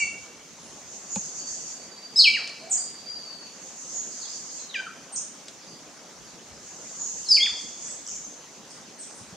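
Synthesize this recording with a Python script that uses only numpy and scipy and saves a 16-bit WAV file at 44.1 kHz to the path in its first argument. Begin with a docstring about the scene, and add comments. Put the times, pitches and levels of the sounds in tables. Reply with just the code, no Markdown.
"""In a forest, a thrasher on a branch sings loud phrases of falling whistles, gliding tones with a hiss of breath.
Trunks and foliage, modelled as decaying noise tails, smear each note into an echo.
Other birds, also gliding tones, give sharp chips, thin whistles, far calls, and a grainy chirr with a closing peep.
Shaped noise makes a short raspy hiss at the opening, then a high twittering chorus in bouts, over forest and breeze.
Decaying sines make one close knock and soft bumps; short noise bursts make small ticks."""
import sys
import numpy as np
from scipy import signal
from scipy.fft import rfft, irfft, next_fast_len
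from scipy.io import wavfile
from scipy.ndimage import uniform_filter1d, map_coordinates

SR = 44100
rng = np.random.default_rng(int(sys.argv[2]) if len(sys.argv) > 2 else 0)


def write(x):
    x = np.atleast_2d(x).T
    wavfile.write(sys.argv[1], SR, np.round(np.clip(x, -1, 1) * 32767).astype(np.int16))


N = 412776

# steady air among the trees, spectrum: pitch_hz, relative_db
FOREST_SPECTRUM = [(25, -26), (50, -17), (95, -15), (160, -2.5), (240, -0.5), (400, -4), (520, -3.5),
                   (1000, -7.5), (1700, -11), (3900, -13), (6400, -7.5), (7500, -17), (15500, -36.5)]
# breeze strength before gusts and a common trim: time_s, relative_db
BREEZE_LEVEL = [(0, -52), (.6, -63.5), (1.65, -62.5), (1.8, -76), (6.08, -84), (6.15, -59), (8.2, -60),
                (8.9, -76), (9.36, -54)]
# likeness of left and right in diffuse noise: pitch_hz, coherence (0 to 1)
COHERENCE = [(60, 0.28), (150, 0.76), (900, 0.86), (2400, 0.51), (6000, 0.54), (15000, 0)]

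# high twittering noise, spectrum: pitch_hz, relative_db
TWITTER_SPECTRUM = [(3000, -34), (4000, -17), (4600, -9), (5300, -5.5), (6550, 7.5), (7240, 1.5),
                    (8000, -7), (10300, -32), (15000, -74)]
# a short raspy hiss at the opening, then bouts of the chorus, before a common gain:
# start_s, hold_s, relative_db
HISS_AND_BOUTS = [(0, 0.0066, -36.5), (1.155, 0.53, -41.5), (3.927, 0.65, -42), (6.996, 0.6, -42),
                  (7.82, 0.1, -41.5)]
RISE_DB_PER_S, FALL_DB_PER_S = 28.5, 65  # swelling and fading of the hiss and the bouts
LULL_DB = -58.5  # level in between, on the same scale

# the thrasher's notes, before throat radiation: start_s, length_s, held_hz, last_hz, scoop_hz (rise up to
# held_hz), hold_share (before the slide), peak_share (at the loudest), bend (how early the slide settles),
# level_db, overtone_db
SONG_NOTES = [ (0, 0.05, 2340, 2220, -3, 0.13, 0.51, 1.06, -18.5, 12),
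              (0, 0.082, 2787, 2690, 0, 0.081, 0.073, 1.5, -27, -3),
              (2.158, 0.068, 5360, 3715, 326, .38, 0.62, 1.17, -11.5, 0),
              (2.158, .043, 3934, 3950, 0, 0.15, .38, 1.8, -32, 29),
              (2.239, 0.057, 3250, 2262, 7, .1, 0.69, 3.35, -11.5, 7),
              (2.334, 0.087, 2850, 1133, 2, .2, 0.21, 3.15, -23, -2),
              (4.739, 0.038, 3625, 2325, 17, 0.021, 0.59, 4.7, -25, 17),
              (4.742, 0.096, 2150, 1540, 0, 0.018, 0.61, 8.1, -19.5, 10),
              (4.86, 0.028, 1490, 1110, 4, 0.16, 0.29, 0.56, -17.5, -4),
              (7.24, 0.14, 6170, 3950, 0, 0.026, 0.33, 9.9, -38, 18),
              (7.286, 0.074, 5246, 4370, 33, 0.32, 0.45, 2.2, -12.5, 0.5),
              (7.364, 0.071, 3290, 2104, 0, 0.028, 0.15, 9.3, -24, -4),
              (7.398, 0.0532, 3563, 3350, 347, 0.787, 0.67, 1, -17.5, 13),
              (7.455, .05, 2996, 1164, 2, 0.052, 0.11, 3.6, -28, -2)]
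# harmonics of every bird's tone, before each voice's own offset: multiple, relative_db
HARMONICS = [(2, -34), (3, -62)]
# air hiss in the open beak, spectrum: pitch_hz, relative_db
BEAK_HISS = [(3500, -14), (6600, 12.5), (9500, -19), (12000, -44), (16000, -39)]
# how much of the song trunks and leaves throw back: pitch_hz, relative_db
SCATTERING = [(1500, -3.5), (2500, -5), (4500, 0.5), (9000, 2.5)]
THROAT_HZ = 2270  # lower pitches radiate poorly from the throat
SONG_EDGE_DB = 12  # how much softer a note's ends are
SWELL_SHAPE = 0.87  # exponent of a slur's swell, for every bird but the thin whistler

# far calls, deep among the trees: start_s, length_s, first_hz, last_hz, level_db
FAR_CALLS = [(0, 0.038, 9350, 6700, -43), (0.61, 0.049, 10400, 8450, -50.5), (4.1, 0.049, 5150, 4380, -43),
             (4.197, 0.061, 5360, 3330, -38), (4.27, 0.088, 5110, 4490, -39),
             (4.475, 0.042, 5100, 4240, -38), (4.575, 0.064, 4550, 3800, -46),
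             (4.68, .06, 4190, 3430, -44.5), (5.61, 0.038, 4440, 5360, -49),
             (5.656, 0.084, 5300, 4330, -47), (6.24, 0.086, 4880, 4260, -53),
             (7.83, 0.099, 8150, 7630, -38.5), (8.07, 0.053, 3140, 3020, -54),
             (8.696, 0.014, 9700, 4740, -34), (8.98, 0.058, 9070, 5110, -36),
             (9.14, 0.052, 10140, 5400, -40.5), (2.61, .11, 606, 797, -46.5), (2.71, 0.13, 819, 629, -52.5)]
# one high slur leads each full bout of the chorus: start_s, length_s, level_db
LEAD_SLURS = [(1.079, 0.13, -29.5), (3.917, 0.11, -31.5), (6.937, 0.2, -31.5)]
# pitch of those slurs: first_hz, last_hz
LEAD_PITCH = (7040, 6460)
FAR_EDGE_DB = 10.5  # softer ends of a far call

# resonances of the knock: delay_s, pitch_hz, level_db, t60_s
KNOCK_MODES = [(0, 869, -26, 0.044), (0, 530, -26.5, 0.043), (0, 2570, -27.5, 0.015), (0, 1150, -36, .04),
               (.005, 197, -6.5, 0.025)]
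KNOCK_START_S = 1.159
# dry ticks before their spectrum is shaped: start_s, level_db
TICK_TIMES = [(1.1584, -30), (2.475, -35.5), (2.493, -40), (5.4832, -36)]
# soft bumps: start_s, pitch_hz, level_db
SOFT_BUMPS = [(9.209, 134, -19), (9.325, 150, -19)]

# two long thin whistles of a neighbour, one curve each: time_s, pitch_hz, level_db
THIN_WHISTLES = [
    [(1.205, 4900, -52), (1.24, 4860, -46), (1.3, 4615, -61), (1.462, 4590, -47), (1.558, 4624, -62),
     (1.7, 4630, -49.5), (1.8, 4606, -52), (2.058, 4670, -46), (2.125, 4570, -72)],
    [(2.775, 4910, -38), (2.81, 4710, -45), (2.86, 4650, -62), (2.94, 4540, -63), (2.955, 4620, -45.5),
     (3.05, 4660, -53), (3.08, 4740, -41), (3.15, 4823, -47), (3.205, 4570, -46), (3.46, 4495, -54)],
]
# chips from the canopy, sagging and then plunging: start_s, length_s, first_hz, last_hz, level_db
CANOPY_CHIPS = [(2.695, 0.03, 8400, 7880, -38), (2.696, 0.026, 9460, 7680, -45),
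                (2.706, 0.02, 8080, 5440, -26), (5.121, 0.019, 9050, 7680, -34.5),
                (5.149, 0.016, 8750, 4900, -27.5)]
CHIP_BEND, CHIP_PEAK, CHIP_EDGE_DB = -1.51, 0.72, 8  # late plunge; share at the loudest; softer ends
CHIP_ECHO_HZ = 5500  # leaves throw back mostly what lies above this

# chirrs of a small bird, pitches of each slur: start_s, length_s, first_hz, last_hz, level_db
CHIRR_RUNS = [(8.065, .062, 7520, 5320, -28.5), (8.136, .054, 8450, 5740, -32)]
# the note that closes the chirr: start_s, length_s, first_hz, last_hz, level_db
CLOSING_PEEP = (8.243, .024, 6550, 6050, -33.5)
CHIRR_RATE_HZ, CHIRR_SLUR_S = 110, 0.0056  # slurs a second; length of each

TOP_HZ = 15700  # upper band limit


def amp(db):
    """Logarithmic level: decibels become a gain in amplitude."""
    return 10 ** (np.asarray(db) / 20)


def unit(x):
    """Normalization: scale to a root mean square of 1."""
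    return x / np.sqrt(np.mean(x ** 2) + 1e-20)


def along(points, hz):
    """Spectral interpolation: (pitch_hz, value) points joined on a logarithmic axis."""
    f, v = np.transpose(points)
    return np.interp(np.log(hz + 1), np.log(f + 1), v)


def curve(rows):
    """Linear interpolation: one value per sample from (time_s, value) rows."""
    return np.interp(np.arange(N) / SR, *np.transpose(rows))


def wobble(rate, size=N):
    """Band-limited fluctuation: a smooth curve through random knots, rate knots a second."""
    knots = rng.standard_normal(int(size * rate / SR) + 4)
    return map_coordinates(knots, [np.arange(size) * rate / SR])


def filtered(x, response):
    """Linear filtering: the spectrum of x times a response of frequency."""
    m = next_fast_len(N + SR // 2)
    return irfft(rfft(x, m) * response(np.fft.rfftfreq(m, 1 / SR)), m)[..., :N]


def highpass(x, corner_hz, order):
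    """High-pass response: what lies below the corner is weakened, more steeply with order."""
    return filtered(x, lambda hz: hz ** order / np.hypot(hz ** order, corner_hz ** order))


def add(track, start_s, sound):
    """Superposition: mix a sound into a track at its start."""
    part = track[max(0, round(start_s * SR)):][:len(sound)]
    part += sound[:len(part)]


def rush(spectrum, coherence, patchy_db):
    """Diffuse noise: shaped stereo of rms 1, partly coherent, with random gain patches in time and frequency."""
    z = signal.stft(rng.standard_normal((2, N)), nperseg=512)[2]
    field = uniform_filter1d(rng.standard_normal(z.shape[1:]), size=6, axis=0)
    field = uniform_filter1d(field, size=8, axis=1)
    pair = signal.istft(z * amp(patchy_db * unit(field)))[1][:, :N]

    def response(hz):
        # the angle divides the energy between mid and side
        angle = np.arccos(np.clip(along(coherence, hz), -1, 1)) / 2
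        return amp(along(spectrum, hz)) * [np.cos(angle), np.sin(angle)]

    mid, side = filtered(pair, response)
    return unit(np.array([mid + side, mid - side]))


def slur(start_s, length_s, first_hz, last_hz, level_db, edge_db, bend=0.16, hold=0, peak=0.35, scoop_hz=0):
    """Frequency glide: a note scoops up while held, slides (bend > 0 early, < 0 late), and swells and fades."""
    u = np.linspace(0, 1, 41)
    hold, peak = np.clip(hold, 1e-6, .9), np.clip(peak, .02, .98)
    slide = np.expm1(-bend * np.clip((u - hold) / (1 - hold), 0, 1)) / np.expm1(-bend)
    flat_hz = scoop_hz * np.clip(1 - (u / hold) ** 2, 0, 1)
    pitch_hz = first_hz + (last_hz - first_hz) * slide - flat_hz
    off_peak = np.maximum((peak - u) / peak, (u - peak) / (1 - peak))
    return np.transpose([start_s + length_s * u, pitch_hz, level_db - edge_db * off_peak ** SWELL_SHAPE])


def syrinx(notes, waver, flutter_db, overtone_db):
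    """Frequency modulation: nearly pure gliding tones; notes overlap where both sides of the syrinx sound."""
    out = np.zeros(N)
    for note in notes:
        s, hz, db = np.transpose(note)
        s = np.sort(s)
        t = np.arange(s[0], s[-1] + .002, 1 / SR)
        pitch_hz = np.interp(t, s, hz) * (1 + waver * wobble(299, len(t)))
        phase = 2 * np.pi * np.cumsum(pitch_hz) / SR
        gate = np.clip(np.minimum(t - t[0], t[-1] - t) / .003, 0, 1)  # 3 ms edges
        tone = np.sin(phase)
        for order, relative_db in HARMONICS:
            order = round(order)
            if order * hz.max() < SR / 2:
                tone += amp(relative_db + overtone_db) * np.sin(order * phase)
        level_db = np.interp(t, s, db) + flutter_db * wobble(153.4, len(t))
        add(out, s[0], np.sqrt(2) * gate * amp(level_db) * tone)
    return out


def trees(x, build, t60, late_db, late_t60, alike):
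    """Reverberation: echoes build up from nearby trunks and decay; the deeper forest rings on (times in s)."""
    t = np.arange(SR) / SR
    decay = (1 - np.exp(-t / build)) * (amp(-60 * t / t60) + amp(late_db - 60 * t / late_t60))
    tail = rng.standard_normal((2, SR)) * decay
    mid, side = signal.fftconvolve(x[None], tail / np.linalg.norm(tail[0]), axes=1)[:, :N]
    angle = np.arccos(np.clip(alike, -1, 1)) / 2
    return np.cos(angle) * mid + np.sin(angle) * np.array([side, -side])


def forest():
    """Broadband turbulence: the steady rush of the woods, with a light breeze rumbling on the microphone."""
    air = amp(-47.5) * rush(FOREST_SPECTRUM, COHERENCE, patchy_db=2.0)
    breeze_spectrum = [(20, -26), (55, 8.5), (90, 6), (200, 5.5), (600, -75)]  # pitch_hz, relative_db
    breeze = rush(breeze_spectrum, COHERENCE, patchy_db=-6.0)
    gusts_db = 3.5 * wobble(9)
    return air + amp(curve(BREEZE_LEVEL) - 4.5 + gusts_db) * breeze


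def hiss_and_chorus():
    """Incoherent summation: after a short raspy hiss, many distant high voices merge into a twitter in bouts."""
    t = np.arange(N) / SR
    swells = []
    for start_s, hold_s, db in HISS_AND_BOUTS:
        rise_db = RISE_DB_PER_S * np.maximum(start_s - t, 0)
        fall_db = FALL_DB_PER_S * np.maximum(t - start_s - hold_s, 0)
        swells.append(db - rise_db - fall_db)
    level_db = np.maximum(np.max(swells, axis=0), LULL_DB)  # a thin twitter lasts through the lulls
    twitter = rush(TWITTER_SPECTRUM, [(6000, 0.047)], patchy_db=1.5)
    return amp(level_db + 4.0 + 1.54 * wobble(18)) * twitter * amp([[-.8], [.8]])


def thrasher():
    """Near field: the close singer is mostly direct sound; air hisses through the beak with each note."""
    voice = np.zeros(N)
    for start_s, length_s, held_hz, last_hz, scoop_hz, hold, peak, bend, db, overtone_db in SONG_NOTES:
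        note = slur(start_s, length_s, held_hz, last_hz, db, SONG_EDGE_DB, bend, hold, peak, scoop_hz)
        voice += syrinx([note], waver=0.0079, flutter_db=2.2, overtone_db=overtone_db)
    voice = highpass(voice, THROAT_HZ, order=4)
    effort = np.sqrt(np.abs(uniform_filter1d(voice ** 2, size=220)))  # 5 ms rms envelope
    voice = voice + amp(-26) * effort * rush(BEAK_HISS, COHERENCE, patchy_db=3)[0]
    scattered = filtered(voice, lambda hz: amp(along(SCATTERING, hz)))
    return voice + trees(scattered, build=0.01, t60=0.34, late_db=-12, late_t60=1, alike=0.82)


def far_birds():
    """Direct-to-reverberant ratio: short slurs swell and fade, heard mostly by their echoes."""
    leads = [(start_s, length_s, *LEAD_PITCH, db) for start_s, length_s, db in LEAD_SLURS]
    notes = [slur(*row, FAR_EDGE_DB) for row in FAR_CALLS + leads]
    calls = syrinx(notes, waver=0.0262, flutter_db=4.0, overtone_db=-7)
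    # leaves scatter the highest notes, so mainly the lower ones arrive directly
    direct = filtered(calls, lambda hz: .7 / (1 + (hz / 5500) ** 6))
    echo = trees(calls, build=0.004, t60=0.5, late_db=-17, late_t60=1, alike=.2)
    return (direct + echo) * amp([[-.7], [.7]])


def ring(hz, db, t60):
    """Damped resonance: a sine with a quick onset and exponential decay."""
    t = np.arange(SR // 4) / SR
    return amp(db - 60 * t / t60) * np.sin(2 * np.pi * hz * t) * (1 - np.exp(-t * hz)) ** 2


def knocks():
    """Impact excitation: a close knock with a low thud and soft bumps ring as damped modes; ticks are noise."""
    body, ticks, t = np.zeros(N), np.zeros(N), np.arange(SR // 4) / SR
    for delay_s, hz, db, t60 in KNOCK_MODES:
        add(body, KNOCK_START_S + delay_s, ring(hz, db, t60))
    for start_s, hz, db in SOFT_BUMPS:
        add(body, start_s, ring(hz, db, t60=0.032))
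    for start_s, db in TICK_TIMES:
        add(ticks, start_s, amp(db - 60 * t / 0.016) * rng.standard_normal(len(t)))
    # pitch_hz, relative_db
    tick_spectrum = [(1000, -5), (3500, 7.5), (5500, 14.0), (8000, 8.5), (15000, -37)]
    ticks = filtered(ticks, lambda hz: amp(along(tick_spectrum, hz)))
    dry_hits = body + ticks
    echo = trees(dry_hits, build=0.0035, t60=0.057, late_db=-28, late_t60=0.54, alike=0.45)
    return dry_hits + amp(-4.0) * echo


def neighbours():
    """Scattering by foliage: canopy chips and a thin whistle in uneven puffs, each with its own echo."""
    puffs = .65 + .35 * np.tanh(2 * wobble(28))
    thin = puffs * syrinx(THIN_WHISTLES, waver=0.0032, flutter_db=4.5, overtone_db=-13)
    thin_echo = amp(4.5) * trees(thin, build=0.0084, t60=0.66, late_db=-5, late_t60=1, alike=0.27)
    chip_notes = [slur(*row, CHIP_EDGE_DB, CHIP_BEND, peak=CHIP_PEAK) for row in CANOPY_CHIPS]
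    chips = syrinx(chip_notes, waver=0.011, flutter_db=5.0, overtone_db=-18)
    scattered = highpass(chips, CHIP_ECHO_HZ, order=8)
    chip_echo = trees(scattered, build=0.0053, t60=0.41, late_db=-6.0, late_t60=0.58, alike=0.055)
    return chips + thin + amp(10.5) * chip_echo * amp([[-.9], [.9]]) + thin_echo


def small_bird():
    """Rapid repetition: quick uneven runs of tiny slurs fuse into a grainy chirr, and one peep closes it."""
    notes = [slur(*CLOSING_PEEP, edge_db=20)]
    for start_s, length_s, first_hz, last_hz, db in CHIRR_RUNS:
        count = max(1, round(length_s * CHIRR_RATE_HZ))
        for k, (late, sharp, loud) in enumerate(rng.standard_normal((count, 3))):
            slur_s = start_s + (k + 0.2 * late) / CHIRR_RATE_HZ
            pitch = 1 + 0.052 * sharp
            notes.append(slur(slur_s, CHIRR_SLUR_S, first_hz * pitch, last_hz * pitch, db + 2 * loud, edge_db=15))
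    voice = syrinx(notes, waver=0.014, flutter_db=1, overtone_db=-6)
    echo = trees(voice, build=.003, t60=0.21, late_db=1, late_t60=1.0, alike=0.17)
    return voice * amp([[-.7], [.7]]) + amp(3) * echo


def scene():
    """Superposition: the pressures of all sources add."""
    return forest() + hiss_and_chorus() + thrasher() + far_birds() + knocks() + neighbours() + small_bird()


def record(dry):
    """Band limitation: nothing passes at or above the upper limit."""
    return filtered(dry, lambda hz: hz < TOP_HZ)


dry = scene()
out = record(dry)
write(out)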